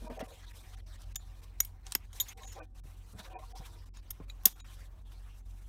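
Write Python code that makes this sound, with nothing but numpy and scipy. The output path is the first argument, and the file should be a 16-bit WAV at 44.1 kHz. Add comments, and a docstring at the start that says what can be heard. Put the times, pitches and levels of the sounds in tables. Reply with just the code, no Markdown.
"""Steel snap hooks clack shut as hands fasten webbing straps in a parked van, heard by a phone on a seat.
Each hook chatters for a few milliseconds and rings its modes. Webbing rasps as its fibres slip;
the vinyl seat creaks, knocks and thuds as weight shifts. Underneath, the idling engine hums through
the cabin and a faint hiss flickers."""
import sys
import numpy as np
from scipy import signal
from scipy.fft import rfft, irfft, next_fast_len
from scipy.io import wavfile
from scipy.ndimage import uniform_filter1d

SR = 44100
rng = np.random.default_rng(int(sys.argv[2]) if len(sys.argv) > 2 else 0)


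def wav_record(signal):
    """Record a signal, one row per channel, as 16-bit PCM in the file named by sys.argv[1]."""
    frames = np.transpose(np.atleast_2d(signal))
    bounded = np.clip(frames, -1, 1)
    # unit amplitude maps onto the largest positive 16-bit level
    quanta = np.round(bounded * 32767).astype(np.int16)
    wavfile.write(sys.argv[1], SR, quanta)


N = 250488

# Modes of the steel hook and ring: pitch_hz, relative_db, base_t60_s
HOOK_MODES = [(1880, -4, .05), (2186, -3, .09), (3250, -4, .06), (3620, 0.5, .06), (3920, -2, .07),
              (5560, -16, .03), (5900, -12, .03), (6400, -6, .06), (6870, 0.5, .09), (8500, -11, .03),
              (9340, -9, .06), (11500, -9, .04), (12230, 0.5, .05), (13300, -12, .025), (14010, -10, .025),
              (14900, -9, .03), (15570, -9, .025)]
# Hook hits: start_s, level_db, five band_trim_db (low to high), four ping_hz, other_modes_down_db,
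# blow_to_chatter_ratio, chatter_ms, ring_share, t60_ratio
HOOK_HITS = [(0.192, -38, -3.5, -19, -13, -19, -19, 2650, 3000, 6460, 12150, 5, 1, 10, 0.4, 0.3),
             (0.2043, -37, -2.5, -13, -24, -33, -30, 1900, 2870, 6360, 12150, 3.3, 2, 19, 0.2, 0.28),
             (1.017, -54, -10, 1, 4, 0, -12, 2440, 3620, 7000, 12200, 3, 0.5, 4.7, 0.05, 0.22),
             (1.147, -54, -7, 0, -1, -19, -18, 2186, 4200, 6800, 12200, 3, 2, 1.5, 0.2, 0.15),
             (1.156, -25.5, -15.5, -8.5, -3, -9, -7, 1810, 3680, 7050, 12130, 19, 0.73, 7.5, 0.49, 0.21),
             (1.6019, -8, -22, -22, -6, -8, -17, 1850, 3690, 6850, 12040, 8, 0.93, 5.4, 0.6, 0.2),
             (1.6476, -33.5, -25, -13.5, -12.5, -1, -3, 1820, 3250, 8400, 12500, 3, 0.88, 5.8, 0.28, 0.2),
             (1.8655, -37, -10, -6, 1, -25, -35, 1880, 3300, 5700, 12150, 5.4, 1.9, 8.3, 0.13, 0.5),
             (1.92, -32, -6, -0.5, 5, -4, -9, 1820, 4120, 9130, 11900, 24, 1.6, 6.1, 0.4, 0.11),
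             (1.95, -10, -17.5, -12, -8.5, -3, -10, 1840, 3340, 5450, 11700, 1.6, 1.8, 4.84, 0.18, 0.51),
             (2.129, -37.5, -11.5, -13, -9, -18, -21, 2186, 3780, 9200, 12000, 4.2, 2.1, 9.3, 0.73, 0.14),
             (2.199, -18, -26, -7, -7, -6, -22, 2170, 3800, 6910, 12200, 5.8, 1.8, 7.3, 0.92, 0.31),
             (2.204, -15, -31, -29, -12, -4, -24, 2120, 3700, 6850, 12320, 3.1, 0.34, 9.8, 1, 0.39),
             (2.282, -34.5, -21, -18.5, -6.5, -9, -19, 2160, 3390, 6350, 12100, 8.3, 1.1, 18, 1, 0.78),
             (2.4328, -34, -15.5, -9, -19, -38, -35, 1810, 3770, 6750, 12150, 6.9, 2.5, 3.7, 0.88, 0.55),
             (3.97, -45.5, -6, -33, -1, -19, -25, 1780, 3700, 6500, 12300, 3.2, 1.5, 1.1, 0.56, 0.45),
             (4.1042, -26.5, -22, -16.5, -12, -3, -7.5, 1880, 3800, 6780, 12200, 3, 0.42, 8.9, 0.4, 0.15),
             (4.297, -41, -7, 1.5, -15, -13, -30, 2450, 3910, 6980, 12300, 30, 1.1, 4.5, 0.92, 0.38),
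             (4.434, -47, -6, -17, -12, -2, -7, 1860, 3560, 6870, 12000, 2.5, 1.8, 3.6, 0.32, 0.44),
             (4.4541, -8, -21.5, -10, -3, 2, -3.5, 1950, 3660, 6780, 12320, 0.83, 0.13, 5.8, 0.52, 0.13),
             (4.462, -29.5, -10.5, -8.5, -5, -2, -2, 1880, 3420, 6420, 12200, 1.8, 0.3, 21, 0.27, 0.42),
             (4.6, -34.5, -26, -13.5, -18, -51, -49, 2450, 3820, 6920, 11900, 11, 3.1, 2.1, 0.88, 1),
             (5.1175, -43, -11.5, -16, -23, -12.5, -22, 1880, 3075, 5580, 12150, 3.3, 1.2, 7.5, 0.074, 0.89)]
BAND_EDGES_HZ = (900, 3000, 5400, 10000, 13000, 16500)


def hook_clicks():
    """A sharp blow and a chatter of tiny steel contacts crack broadband and ring the hook's modes."""
    out, t = np.zeros(N), np.arange(SR // 8) / SR
    bands = [signal.butter(4, edges, "band", fs=SR, output="sos")
             for edges in zip(BAND_EDGES_HZ, BAND_EDGES_HZ[1:])]
    for row in HOOK_HITS:
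        (start_s, level_db), trims_db, pings_hz = row[:2], row[2:7], row[7:11]
        others_down_db, blow_ratio, chatter_ms, ring_share, t60_ratio = row[11:]
        blow = blow_ratio * np.exp(-((t - .0013) / .0005) ** 2)
        chatter = (1 - np.exp(-(t / .0015) ** 2)) * np.exp(-(1000 * t / chatter_ms) ** 2.2)
        crack = rng.standard_normal(len(t)) * (blow + chatter + 1e-9)
        hz, mode_db, t60_s = np.transpose(HOOK_MODES)
        mode_db = mode_db - others_down_db + 1.5 * rng.standard_normal(len(hz))
        # strike point and grip favour the mode nearest each ping and pull it to that pitch
        favoured = [np.argmin(abs(hz - ping)) for ping in pings_hz]
        hz[favoured], mode_db[favoured] = pings_hz, 0
        modes = np.sin(2 * np.pi * np.outer(hz, t)) * decay(t, t60_ratio * t60_s[:, None])
        ring = signal.fftconvolve(crack[:SR // 20], undb(mode_db) @ modes)[:len(t)]
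        for band, trim_db in zip(bands, trims_db):
            attack = unit_peak(signal.sosfilt(band, crack))
            tone = unit_peak(signal.sosfilt(band, ring))
            blend = (1 - ring_share) * attack + ring_share * tone
            add(out, undb(level_db + trim_db) * unit_peak(blend), start_s)
    return out - resonate(out, hz=10500, width_hz=1400)  # one notch colours every click


# Ring-outs after the chatter: start_s, pitch_hz, level_db, t60_s
RING_OUTS = [(1.165, 7046, -48.5, .12), (1.165, 6890, -53, .1), (1.604, 6855, -21.5, .035),
             (1.61, 6870, -42.5, 0.11), (1.608, 6860, -49, 0.16), (1.61, 9380, -51, 0.17),
             (1.61, 2200, -52.5, 0.16), (1.651, 8730, -54, 0.098), (1.652, 12700, -56, 0.12),
             (2.208, 12180, -23.5, 0.044), (2.212, 3590, -44, 0.087), (2.225, 6916, -50, 0.11),
             (2.52, 5345, -52, .1), (4.465, 12100, -47, 0.2), (4.465, 12430, -47.5, 0.16),
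             (4.465, 3570, -51, 0.17), (4.49, 3290, -64.5, .3), (4.48, 6430, -55.5, 0.16),
             (4.49, 6890, -61.5, 0.23), (4.49, 5920, -63.5, .2), (4.49, 9350, -65, 0.19)]


def hook_ring_outs():
    """Single modes of a free-hanging hook ring on and fade."""
    out, t = np.zeros(N), np.arange(SR // 5) / SR
    for start_s, hz, level_db, t60_s in RING_OUTS:
        envelope = (1 - np.exp(-t / .0021)) * decay(t, t60_s)
        add(out, undb(level_db) * envelope * np.sin(2 * np.pi * hz * t), start_s)
    return out


# Fader for the hook sliding on its ring: time_s, level_db
SCRAPE_FADER = [(2.42, -82), (2.438, -57.5), (2.478, -55.5), (2.566, -69), (2.59, -93), (2.6, -99)]


def hook_scrape():
    """Sliding steel keeps two middle modes of the hook singing."""
    rub = grains(per_s=1500, spread_db=1.5)
    level_db, = curves(SCRAPE_FADER, left=-140, right=-140)
    singing = sum(unit(resonate(rub, hz, width_hz=25)) for hz, _, _ in HOOK_MODES[7:9])
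    return undb(level_db) * unit(singing)


# EQ of the strap's rustle and of its bright fibre hiss: frequency_hz, gain_db
RUSTLE_EQ = [(590, -10), (1000, 4), (1250, -4), (2860, -3.5), (3860, 1.5), (4830, -6.5), (6000, -3.5),
             (7800, -41.5), (13200, -120)]
FIBRE_EQ = [(2940, -32.5), (5000, -10.5), (7880, -2), (11700, -5.5), (15200, -8), (16200, -31.5),
            (16500, -44)]
# Faders for webbing pulled through the hands: time_s, rustle_db, fibre_db
STRAP_PULLS = [(0.0, -64.5, -71), (0.5, -66, -64), (0.75, -65, -71), (1.4, -71.5, -76.5), (1.7, -84, -89.5),
               (2.1, -67, -72.5), (2.14, -61.5, -62), (2.58, -63, -69), (2.65, -75.5, -78), (3.1, -71, -71),
               (3.2, -66, -71), (3.7, -66, -71.5), (4.0, -72.5, -78), (4.4, -75.5, -80), (4.7, -65, -68),
               (4.86, -67.5, -69), (4.89, -84, -84.5), (5.15, -71.5, -76), (5.68, -77.5, -76.5)]
# Short tugs on top: middle_s, length_s, rustle_boost_db, fibre_boost_db
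STRAP_TUGS = [(0.21, 0.024, 7, 10), (0.44, 0.093, 5.5, -12), (0.95, 0.031, 10, 6), (1.44, 0.019, 8.5, 9),
              (1.66, 0.15, 16.5, 22), (1.87, 0.046, 18.5, 14), (1.92, 0.063, 20, 20), (2.29, 0.019, 9, 8),
              (2.6, 0.094, 7, -10.5), (2.785, 0.056, 9.5, 10), (2.53, 0.016, 6, 13.5),
              (3.128, 0.018, 1.5, 10.5), (3.2, 0.031, 16, 11), (3.25, 0.041, 10, 4),
              (3.58, 0.047, 11.5, 11), (3.66, 0.026, 10.5, 10.5), (3.97, 0.061, 11, -7),
              (4.3, 0.046, 9.5, 11), (4.49, 0.13, 11, 14.5), (4.605, 0.023, 12.5, -10),
              (5.13, 0.022, 4.5, 7.5), (5.32, 0.061, 7, 2), (5.39, 0.03, 4, 9)]


def webbing(dip_db):
    """Pulled webbing rasps in dense fibre slips; stitches catch and let go as a fine crackle."""
    pull_db, tug_db = curves(STRAP_PULLS), swells(STRAP_TUGS)
    rustle_db, fibre_db = pull_db + tug_db + dip_db
    slips = grains(per_s=1500, spread_db=1) + 1.7 * rng.standard_normal(N)
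    drag_db = 2.5 * walk(60)
    rustle = undb(rustle_db + drag_db - 3.5) * colour(slips, RUSTLE_EQ)
    fibres = undb(fibre_db + drag_db) * colour(slips, FIBRE_EQ)
    catches = grains(per_s=1400, spread_db=4)
    stitches = undb(rustle_db - 9.5) * unit(resonate(catches, hz=6800, width_hz=4900))
    flicker_db = pull_db[0] + 0.4 * tug_db[0] + dip_db - 1
    return rustle + fibres + stitches + undb(flicker_db) * rustle_flicker(slips)


def rustle_flicker(slips, per_s=170):
    """Brief bands of noise at random pitches and widths flicker through the rustle."""
    out = np.zeros(N)
    for _ in range(int(per_s * N / SR)):
        start, length_s, width_hz = rng.integers(N), rng.uniform(.025, .07), rng.uniform(200, 1600)
        hz = np.clip(3335 * 2 ** rng.normal(0, .8), 1300, 13000)
        gain = undb(np.clip(rng.normal(0, 2), -4, 3)) * np.sqrt(width_hz / hz)
        piece = slips[start:start + int(SR * length_s)]
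        add(out, gain * np.hanning(len(piece)) * steep(piece, hz, width_hz), start / SR)
    return unit(out)


# Resonances of the hollow under the seat cover: pitch_hz, base_width_hz, relative_db
SEAT_MODES = [(340, 45, -6), (470, 50, -3), (545, 45, -4), (630, 50, -4), (755, 45, 0), (945, 45, -4),
              (1060, 50, -5), (1180, 55, -10), (1380, 60, -14), (1530, 80, -12), (1790, 80, -15),
              (2440, 100, -14)]
# Fader for slowly shifting weight: time_s, relative_db
CREAK_FADER = [(0.0, -52), (0.25, -62), (0.45, -59.5), (1.0, -60.5), (2.3, -65.5), (2.5, -69.5),
               (2.7, -59.5), (3.05, -68), (3.2, -44.5), (3.45, -58), (3.7, -54.5), (4.0, -65.5), (4.7, -59),
               (5.68, -73.5)]
# Sudden shifts of weight: middle_s, length_s, boost_db
WEIGHT_SHIFTS = [(0.1, 0.086, 15), (0.215, 0.19, 14), (1.39, 0.11, 5.5), (1.61, 0.015, 13.5),
                 (1.87, 0.025, 17.5), (1.955, 0.012, 39.5), (2.15, 0.023, 13), (2.21, 0.068, 17.5),
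                 (2.43, 0.18, 21), (2.585, 0.061, 29), (3.37, 0.1, 14), (3.55, 0.026, 9),
                 (4.21, 0.04, 12.5), (4.46, 0.042, 16), (4.6, 0.055, 7.5)]


def seat_creak(dip_db):
    """The cover sticks and slips over its hollow, whose resonances a resting body damps and broadens."""
    creak_db = curves(CREAK_FADER)[0] + swells(WEIGHT_SHIFTS)[0] - 11.5
    stick_slip = grains(per_s=2500, spread_db=.8)
    hollow = np.zeros(N)
    for hz, width_hz, mode_db in SEAT_MODES:
        flutter_db = 6.7 * np.clip(walk(22.017), -2, 1.5)
        dip_share = min(hz / 2500, 1)  # low modes duck least
        hollow += undb(mode_db + flutter_db + dip_share * dip_db) * steep(stick_slip, hz, 1.3 * width_hz)
    return undb(creak_db) * unit(hollow)


# Hollow knocks on the seat: start_s, peak_db, focus_hz, push_ms (capped at 40)
SEAT_KNOCKS = [(0.044, -57, 283, 48), (0.099, -41, 463, 2.4), (0.165, -38, 600, 24),
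               (0.2035, -31.5, 590, 6.2), (0.219, -41.5, 583, 12), (0.263, -50.5, 560, 16),
               (0.304, -49, 518, 21), (2.433, -56, 540, 10), (2.552, -50, 806, 10), (2.575, -43.5, 590, 31),
               (2.594, -60, 1010, 9.7), (2.599, -52.5, 2440, 27), (3.309, -48.5, 880, 20),
               (3.336, -47, 524, 14), (3.338, -49.5, 2460, 29), (3.382, -51, 740, 8.6),
               (3.43, -47, 1000, 7.5), (3.554, -50, 940, 2.6), (3.604, -49.5, 800, 8.9),
               (4.201, -55, 550, 5), (4.456, -49, 770, 8.9)]


def seat_knocks():
    """A short rough push rings the seat hollow, favouring the modes near its focus pitch."""
    out, t = np.zeros(N), np.arange(SR // 5) / SR
    for start_s, peak_db, focus_hz, push_ms in SEAT_KNOCKS:
        release = np.exp(-(1000 * t / min(push_ms, 40)) ** 2) + 1e-9
        push = rng.standard_normal(len(t)) * (1 - np.exp(-t / .009)) * release
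        push[0] = 7.4  # hard first contact
        knock = sum(undb(mode_db - 22.4 * abs(np.log2(hz / focus_hz))) * steep(push, hz, width_hz)
                    for hz, width_hz, mode_db in SEAT_MODES)
        add(out, undb(peak_db) * unit_peak(knock), start_s)
    return out


# Dull thuds through the seat: start_s, peak_db, pitch_hz, t60_s
SEAT_THUDS = [(0.018, -45.5, 232, 0.1), (0.043, -38.5, 223, 0.051), (0.098, -37, 248.5, 0.14),
              (0.203, -38, 139, 0.011), (0.224, -34.5, 245, 0.035), (1.952, -44, 168, 0.061),
              (2.842, -48.5, 129.6, 0.17), (3.132, -48.5, 208, 0.053), (3.14, -37.5, 80, 0.195),
              (3.193, -45.5, 186, 0.061), (3.597, -42, 131, 0.063), (4.2, -38.5, 174, 0.044),
              (4.459, -35.5, 190, 0.041)]


def seat_thuds():
    """Soft pushes ring the seat frame for a few cycles."""
    out, t = np.zeros(N), np.arange(SR // 4) / SR
    for start_s, peak_db, hz, t60_s in SEAT_THUDS:
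        envelope = (1 - np.exp(-t / .004)) * decay(t, t60_s)
        body = np.sin(2 * np.pi * hz * t) + 0.5 * steep(rng.standard_normal(len(t)), hz, 2.2 * hz)
        add(out, undb(peak_db) * unit_peak(envelope * body), start_s)
    return out


# Short clear notes from the seat: middle_s, pitch_hz, peak_db, length_s
SEAT_NOTES = [(0.232, 1980, -55, 0.04), (0.306, 547, -60, .05), (2.454, 770, -51.5, 0.037),
              (2.562, 372, -56, 0.03), (2.57, 1086, -55, 0.027), (2.577, 782, -45.5, 0.049),
              (2.614, 492, -53.5, 0.077), (2.623, 313, -55.5, 0.085), (2.603, 1184, -51.5, .035),
              (2.608, 1508, -50.5, 0.027), (3.35, 344, -54, 0.073), (3.348, 978, -55, 0.063),
              (3.364, 748, -39.5, 0.032), (3.365, 950, -51, 0.077), (3.371, 458, -53, 0.053),
              (3.39, 1053, -55.5, .04), (3.436, 762, -50.5, 0.053), (3.434, 1054, -55, 0.042),
              (3.54, 742, -49.5, 0.024), (3.56, 780, -49, 0.028)]


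def seat_notes():
    """The hollow sounds pure notes, each swelling and dying in one smooth arch."""
    out, t = np.zeros(N), np.arange(N) / SR
    for middle_s, hz, peak_db, length_s in SEAT_NOTES:
        arch = np.cos(np.pi * np.clip((t - middle_s) / length_s, -.5, .5)) ** 2
        out += undb(peak_db) * arch * np.sin(2 * np.pi * hz * t)
    return out


# Fader for the engine's firing tone: time_s, level_db
IDLE_FADER = [(0.0, -46), (0.2, -51), (0.36, -58), (0.45, -48.5), (0.63, -55), (0.75, -48), (1.5, -48.5),
              (2.2, -52.5), (2.7, -51), (2.9, -48.5), (3.05, -51.5), (3.25, -48.5), (3.6, -50), (4.1, -48),
              (4.55, -51.5), (5.0, -46.5), (5.45, -48.5), (5.68, -47)]
# EQ of the cabin rumble: frequency_hz, gain_db
RUMBLE_EQ = [(15, -46), (25, 0), (54, 1), (70, -13), (97, -12), (114, -20.5), (193, -22.5), (257, -23),
             (400, -31), (520, -61.5), (880, -120)]


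def engine_idle(firing_hz=44.9):
    """The firing tone wavers; its second order beats against a lower body boom; dull rumble fills in."""
    firing_db = curves(IDLE_FADER)[0] + 0.5 * walk(9.2)
    phase = 2 * np.pi * np.cumsum(firing_hz + 0.85 * walk(23)) / SR
    body_boom = steep(rng.standard_normal(N), hz=78.3, width_hz=35)
    second_order = 0.68 * np.sqrt(2) * np.sin(2 * phase + 0.8 * walk(7.7))
    rumble_eq = [(hz, db) for hz, db in RUMBLE_EQ if hz < 36 or hz > 100]
    rumble = colour(rng.standard_normal(N), rumble_eq) * undb(-60 + 0.5 * walk(2.9))
    cabin_boom = undb(-6.5) * steep(rng.standard_normal(N), firing_hz, width_hz=27)
    low_hum = undb(firing_db) * (np.sqrt(2) * np.sin(phase) + cabin_boom)
    upper_hum = undb(-56.5 + 1.9 * walk(6.7)) * (second_order + 0.52 * body_boom)
    return low_hum + upper_hum + rumble


# EQ of the background hiss: frequency_hz, gain_db
HISS_EQ = [(180, -31), (300, -2), (627, 0), (767, 4), (2210, -11), (10500, -29.5), (12400, -21.5),
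           (15700, -17.5), (16500, -39)]


def hiss(dip_db, level_db=-72):
    """A faint bed of broadband hiss that flickers."""
    return undb(level_db + walk(35) + dip_db) * colour(rng.standard_normal(N), HISS_EQ)


# Brief dips in the webbing, creak and hiss: middle_s, length_s, depth_db
LEVEL_DIPS = [(0.091, 0.011, -34), (0.188, 0.014, -41), (0.225, 0.015, -36), (0.274, 0.012, -16),
              (0.46, 0.01, -10), (0.527, 0.011, -14), (0.624, 0.0096, -5), (0.761, 0.018, -12.5),
              (0.976, 0.02, -6.5), (1.051, 0.012, -7.5), (0.836, 0.053, -18), (1.139, 0.019, -20),
              (1.181, 0.017, -36), (1.413, 0.0052, -15), (1.574, 0.012, -3), (1.787, 0.019, -4),
              (1.825, 0.0076, -4.5), (2.008, 0.012, 0), (2.095, 0.077, -9.5), (2.354, 0.035, -28.5),
              (2.465, 0.012, -28), (2.612, 0.031, -26), (2.993, 0.0086, -1.5), (3.143, 0.008, -7.5),
              (3.293, 0.007, -10), (2.703, 0.089, -19), (2.819, 0.03, -40), (3.362, 0.049, -38.5),
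              (3.539, 0.024, -31), (3.852, 0.0085, -16), (3.916, 0.042, -32), (4.016, 0.023, -13),
              (4.265, 0.028, -9.5), (4.545, 0.025, -16.5), (4.627, 0.028, -72), (5.038, 0.027, -10),
              (5.329, 0.023, -5), (5.435, 0.04, -13)]


def dips(edge_s=.008):
    """Ducking curve in dB: flat-bottomed dips with quick edges."""
    t = np.arange(N) / SR
    return sum(depth_db * np.clip((length_s / 2 - abs(t - middle_s)) / edge_s + .5, 0, 1)
               for middle_s, length_s, depth_db in LEVEL_DIPS)


def cabin_reverb(x, t60_s=.08, wet_db=-23):
    """The padded cabin adds a short diffuse tail."""
    t = np.arange(SR // 4) / SR
    tail = rng.standard_normal(len(t)) * decay(t, t60_s) * (t > .004)
    return x + undb(wet_db) * signal.fftconvolve(x, tail / np.linalg.norm(tail))[:N]


def undb(db):
    """Gain of a level in dB."""
    return 10 ** (np.asarray(db) / 20)


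def unit(x):
    """Scale to rms 1."""
    return x / np.sqrt(np.mean(x ** 2))


def unit_peak(x):
    """Scale to peak 1."""
    return x / np.abs(x).max()


def decay(t, t60_s):
    """Fade by 60 dB every t60_s."""
    return np.exp(-np.log(1000) * t / t60_s)


def curves(table, **ends):
    """One fader curve per level column of rows (time_s, levels...)."""
    times_s, *columns = np.transpose(table)
    return [np.interp(np.arange(N) / SR, times_s, column, **ends) for column in columns]


def swells(table):
    """Sum of smooth bumps for rows (middle_s, length_s, boosts_db...)."""
    t = np.arange(N) / SR
    return sum(np.array(boosts_db)[:, None] * np.exp(-4 * ((t - middle_s) / length_s) ** 2)
               for middle_s, length_s, *boosts_db in table)


def colour(x, eq):
    """Shape x with (frequency_hz, gain_db) points; rms 1."""
    hz, db = np.transpose(eq)
    size = next_fast_len(len(x))
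    log_hz = np.log(np.arange(size // 2 + 1) * SR / size + 1)
    gain = undb(np.interp(log_hz, np.log(hz), db, left=-90, right=-90))
    return unit(irfft(rfft(x, size) * gain, size)[:len(x)])


def resonate(x, hz, width_hz):
    """Two-pole resonance, gain 1 at the centre."""
    return signal.lfilter(*signal.iirpeak(hz, hz / width_hz, fs=SR), x)


def steep(x, hz, width_hz):
    """The same resonance twice, for steep flanks; rms 1."""
    return unit(resonate(resonate(x, hz, width_hz), hz, width_hz))


def walk(rate_hz):
    """Smooth random drift: held levels slewed twice; rms 1."""
    hold = int(SR / rate_hz)
    steps = np.repeat(rng.standard_normal(N // hold + 1), hold)
    return unit(uniform_filter1d(uniform_filter1d(steps, hold), hold)[:N])


def grains(per_s, spread_db):
    """Slips at random moments, a few stronger than most."""
    slips = (rng.random(N) < per_s / SR) * rng.standard_normal(N)
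    return slips * undb(spread_db * np.minimum(rng.exponential(size=N), 3))


def add(out, x, start_s):
    """Mix x into out from start_s."""
    i = int(start_s * SR)
    out[i:i + len(x)] += x[:N - i]


def scene():
    """Mono mix: hooks up front, then webbing and seat, over the engine and hiss."""
    dip_db = dips()
    steel = cabin_reverb(hook_clicks() + hook_ring_outs()) + hook_scrape()
    seat = seat_thuds() + seat_knocks() + seat_notes() + seat_creak(dip_db)
    return (steel + webbing(dip_db) + seat + engine_idle() + hiss(dip_db))[None]


def record(dry, low_cut_hz=30, high_cut_hz=15900):
    """The phone drops the deepest bass and cuts the top."""
    dry = signal.sosfilt(signal.butter(2, low_cut_hz, "high", fs=SR, output="sos"), dry)
    return signal.sosfilt(signal.ellip(8, .2, 70, high_cut_hz, fs=SR, output="sos"), dry)


dry = scene()
out = record(dry)
wav_record(out)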